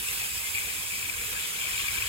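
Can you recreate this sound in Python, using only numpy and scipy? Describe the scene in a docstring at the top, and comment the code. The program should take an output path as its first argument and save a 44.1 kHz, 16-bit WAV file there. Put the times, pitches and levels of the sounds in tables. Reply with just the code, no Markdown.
"""A lawn sprinkler throws a fine spray over grass. Countless droplets merge into a steady hiss,
heavier drops spatter with a short hollow ring, and the splashing swells as the spray drifts closer.
Behind it are a distant outdoor hum and three faint whistles. A light breeze rumbles on a hand-held
recorder whose two microphone openings colour the sound differently."""
import sys
import numpy as np
from scipy import signal
from scipy.fft import rfft, irfft
from scipy.io import wavfile
from scipy.ndimage import uniform_filter1d, map_coordinates

SR = 44100
rng = np.random.default_rng(int(sys.argv[2]) if len(sys.argv) > 2 else 0)


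def bounce(signal):
    """Save signal as a 16-bit WAV file at the path given by the first command-line argument."""
    frames = np.transpose(np.atleast_2d(signal))
    limited = np.clip(frames, -1, 1)
    pcm = np.round(limited * 32767).astype(np.int16)
    wavfile.write(sys.argv[1], SR, pcm)


N = 91860
TIME = np.arange(N) / SR


def undb(db):
    """Turn decibels into a number to multiply by."""
    return 10 ** (np.asarray(db) / 20)


def curve(rows):
    """A changing volume, drawn through (seconds, dB) points."""
    return undb(np.interp(TIME, *np.array(rows).T))


def colour(x, rows):
    """Make some frequencies louder and others softer, following (Hz, dB) points."""
    hz, db = np.array(rows).T
    freqs = np.maximum(np.fft.rfftfreq(N, 1 / SR), 1)
    return irfft(rfft(x) * undb(np.interp(np.log(freqs), np.log(hz), db)), N)


def shaped(x, rows):
    """Give white sound of level 1 the tone set by (Hz, dB per Hz) points."""
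    return colour(x, rows) * np.sqrt(SR / 2)


def wobble(per_s):
    """Glide to a new random value per_s times a second; typical size 1."""
    step = int(SR / per_s)
    held = np.repeat(rng.standard_normal(N // step + 1), step)
    glide = uniform_filter1d(held, step)[:N]
    return glide / glide.std()


def wide(make, shared):
    """A wide sound: the shared part reaches both sides, the rest only one."""
    return np.sqrt(shared) * make() + np.sqrt(1 - shared) * np.array([make(), make()])


def noise():
    """White noise of level 1."""
    return rng.standard_normal(N)


def impacts(per_s, spread_db):
    """Randomly timed clicks of uneven size; overall level 1."""
    clicks = (rng.random(N) < per_s / SR) * np.sign(noise()) * undb(spread_db * noise())
    return clicks / clicks.std()


def patchy(x, db, patch_hz=170, patch_s=.022):
    """Let narrow frequency bands flicker, each on its own, keeping the average power."""
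    freqs, times, bands = signal.stft(x, SR, nperseg=512)
    grid = np.meshgrid(freqs / patch_hz, times / patch_s, indexing="ij")
    flicker = map_coordinates(rng.standard_normal((256, 256)), grid, order=1, mode="wrap")
    gain = undb(db * flicker / flicker.std())
    return signal.istft(bands * gain / np.sqrt(np.mean(gain ** 2)), SR)[1][..., :N]


# The tone of the settled mist. Each row: frequency in Hz, strength in dB per Hz.
MIST_TONE = [(300, -105), (750, -82), (1000, -75.5), (1300, -77.5), (1600, -74.5), (1900, -74),
             (2150, -69.5), (2450, -63), (2750, -69.5), (3300, -71), (4000, -75), (5000, -73.5),
             (6000, -76.5), (6800, -74), (7350, -67.5), (8200, -71.5), (9000, -66.5), (10200, -73.5),
             (11200, -71), (13200, -73), (14600, -71.5), (15800, -75.5)]
# The slight rise and fall of its hiss. Each row: time in seconds, level change in dB.
MIST_SWELL = [(0, .4), (.08, 1.3), (.65, .4), (1.15, -.8), (1.35, -.2), (2.08, -.4)]


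def mist(start_sharp=.055, settle_s=.35):
    """Fine droplets merge into a flickering hiss whose tone sinks as the jet settles."""
    droplets = wide(lambda: impacts(per_s=30000, spread_db=2) + noise(), shared=.51) / np.sqrt(2)
    freqs, times, bands = signal.stft(droplets, SR, nperseg=512)
    hz, db = np.array(MIST_TONE).T
    pitch_ratio = 1 + start_sharp * np.exp(-times / settle_s)
    band_db = np.interp(np.log((freqs[:, None] + 1) / pitch_ratio), np.log(hz), db)
    hiss = signal.istft(bands * undb(band_db) * np.sqrt(SR / 2), SR)[1][:, :N]
    flicker_db = .41 * (wobble(per_s=29.85) + wobble(per_s=200))
    return patchy(hiss, db=1.9) * curve(MIST_SWELL) * undb(flicker_db)


def ring(t, usual_hz=2407, scatter=.042, attack_s=.00043, decay_s=.0034):
    """One drop's hollow ring, t seconds after it lands; each drop has its own pitch."""
    t = np.maximum(t, 0)
    hz = usual_hz * (1 + scatter * rng.standard_normal())
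    envelope = np.exp(-t / decay_s) * (1 - np.exp(-t / attack_s))
    return envelope / envelope.max() * np.sin(2 * np.pi * hz * t)


def drop_rings(per_s=600, spread_db=4.5):
    """Many drops of uneven size ring at random moments; overall level 1."""
    t = TIME[:512]
    drops = np.zeros(N + len(t))
    for start in rng.integers(0, N, int(per_s * N / SR)):
        drops[start:start + len(t)] += undb(spread_db * rng.standard_normal()) * ring(t)
    return drops[:N] / drops.std()


# Flurries of heavier drops. Each row: time in seconds, level in dB before the boost.
FLURRIES = [(0, -46), (.16, -45.5), (.23, -39), (.3, -52), (.42, -48), (.53, -45), (.56, -33.5), (.66, -40),
            (.72, -46), (.85, -54.5), (.94, -37.5), (1.05, -40), (1.34, -47), (1.4, -40), (1.5, -43),
            (1.8, -37), (1.93, -42), (1.99, -37), (2.08, -46)]


def spatter(boost_db=3.5):
    """The heavier drops come down in flurries."""
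    return wide(drop_rings, shared=.95) * curve(FLURRIES) * undb(boost_db)


# The tones of dull and bright splashing. Each row: frequency in Hz, strength in dB per Hz.
DULL_TONE = [(700, -99), (1050, -68.5), (1350, -71), (1650, -64.5), (1950, -70), (2250, -62), (2700, -75),
             (4000, -82)]
BRIGHT_TONE = [(1800, -92.5), (2700, -69), (3250, -61), (3900, -71.5), (5000, -76), (6800, -81),
               (7300, -65.5), (7900, -80), (9000, -87)]
# How each one surges. Each row: time in seconds, level change in dB.
DULL_SWELL = [(0, -16.5), (1.25, -8.5), (1.41, -5), (1.51, -8), (1.63, -8), (1.69, -1), (1.77, -6.5),
              (1.87, -2), (1.96, -0.5), (2.08, -4)]
BRIGHT_SWELL = [(0, -15), (1.36, -12), (1.43, 0), (1.5, -9.5), (1.62, -3.5), (1.67, -7), (1.71, -4.5),
                (1.8, 1), (1.88, -3), (2.03, -3.5), (2.08, 2)]


def splashing(tone, swell):
    """Coarser spray lands on the nearby grass in sputtering surges."""
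    hits = wide(lambda: impacts(per_s=6500, spread_db=2), shared=.39)
    return patchy(shaped(hits, tone), db=2.8) * curve(swell)


# The tone of the breeze. Each row: frequency in Hz, strength in dB per Hz.
BREEZE_TONE = [(20, -90), (36, -78), (56, -65.5), (75, -70), (108, -69), (140, -80.5), (250, -94.5),
               (500, -120)]
# Its gusts. Each row: time in seconds, level change in dB.
BREEZE_GUSTS = [(0, -2), (.06, -2), (.13, 3.5), (.3, -4), (.39, 2), (.46, -6), (.54, 1.5), (.75, -4.5),
                (1.0, -2), (1.12, -5), (1.2, 1), (1.41, 1), (1.46, -12), (1.62, -1), (1.85, 3), (1.95, 0),
                (2.08, 3)]


def breeze():
    """Soft gusts rumble on the microphone."""
    return shaped(wide(noise, shared=.86), BREEZE_TONE) * curve(BREEZE_GUSTS)


# The tone of the outdoor hum. Each row: frequency in Hz, strength in dB per Hz.
HUM_TONE = [(20, -85), (100, -79), (180, -77), (260, -83), (310, -80.5), (380, -83), (450, -75),
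            (560, -84.5), (750, -91), (1500, -100), (4000, -120)]
# Its rise and fall. Each row: time in seconds, level change in dB.
HUM_SWELL = [(0, -0.5), (1.2, 0), (1.5, -0.5), (1.8, -1), (1.93, 1.5), (2.08, -0.5)]


def outdoor_hum():
    """The distant surroundings make a low, wavering hum."""
    hum = shaped(wide(noise, shared=.78), HUM_TONE)
    return patchy(hum, db=2.5) * curve(HUM_SWELL)


# Faint whistles. Each row: start in seconds, length in seconds, pitch in Hz, level in dB.
FAINT_WHISTLES = [(.08, .07, 2105, -39), (.195, .04, 2650, -34), (.425, .075, 2105, -33)]


def whistle(start, length, hz, db):
    """One short, slightly wavering whistle fades in and out."""
    progress = np.clip((TIME - start) / length, 0, 1)
    pitch = hz * (1 + .004 * wobble(per_s=87))
    return undb(db) * np.sin(np.pi * progress) * np.sin(2 * np.pi * np.cumsum(pitch) / SR)


# Puffs of wind. 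Each row: time of the peak in seconds, peak level in dB.
WIND_PUFFS = [(.095, -39), (1.195, -44), (1.988, -35)]


def puff(at, db, hz=71.6, width_s=.012):
    """A puff of wind bumps the microphone with a low thud."""
    envelope = np.exp(-((TIME - at) / width_s) ** 2)
    return undb(db) * envelope * np.sin(2 * np.pi * (hz * TIME + rng.random()))


# Single fat drops. Each row: start in seconds, peak level in dB.
FAT_DROP_HITS = [(0.554, -19.5), (0.564, -29), (1.027, -21), (1.389, -25), (1.778, -23), (1.883, -18),
                 (1.983, -19.5), (2.022, -17.5)]


def fat_drops():
    """A few fat drops ring out above the spatter."""
    return sum(undb(db) * ring(TIME - start) for start, db in FAT_DROP_HITS)


def scene(left_lag_s=.0002786):
    """All the sounds together; they reach the left opening a moment after the right."""
    water = mist() + spatter() + fat_drops()
    water += splashing(DULL_TONE, DULL_SWELL) + splashing(BRIGHT_TONE, BRIGHT_SWELL)
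    wind = breeze() + sum(puff(*row) for row in WIND_PUFFS)
    background = outdoor_hum() + sum(whistle(*row) for row in FAINT_WHISTLES)
    left, right = water + wind + background
    delay = np.exp(-2j * np.pi * np.fft.rfftfreq(N, 1 / SR) * left_lag_s)
    return np.array([irfft(rfft(left) * delay, N), right])


# How each microphone opening colours the sound. Each row: frequency in Hz, level change in dB.
LEFT_TONE = [(5800, 0), (6800, -2.5), (7300, -7.5), (8200, -1.5), (9000, -10), (10200, -5), (11100, -24.5),
             (11700, -17), (13100, -22), (14200, -40)]
RIGHT_TONE = [(700, -3.5), (1000, -12.5), (1400, -12.5), (1750, -15.5), (2100, -14.5), (2500, -7.5),
              (3100, -13.5), (3550, -5.5), (4100, -7), (4400, -4), (4560, -16), (4720, -31), (5000, 2),
              (5500, -7.5), (5900, -0.5)]


def record(dry, top_hz=15850):
    """The left opening sounds dull, the right thin and uneven; the highest treble is cut steeply."""
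    sides = np.array([colour(dry[0], LEFT_TONE), colour(dry[1], RIGHT_TONE)])
    treble_cut = signal.ellip(12, .1, 80, top_hz, fs=SR, output="sos")
    return signal.sosfilt(treble_cut, sides)


dry = scene()
out = record(dry)
bounce(out)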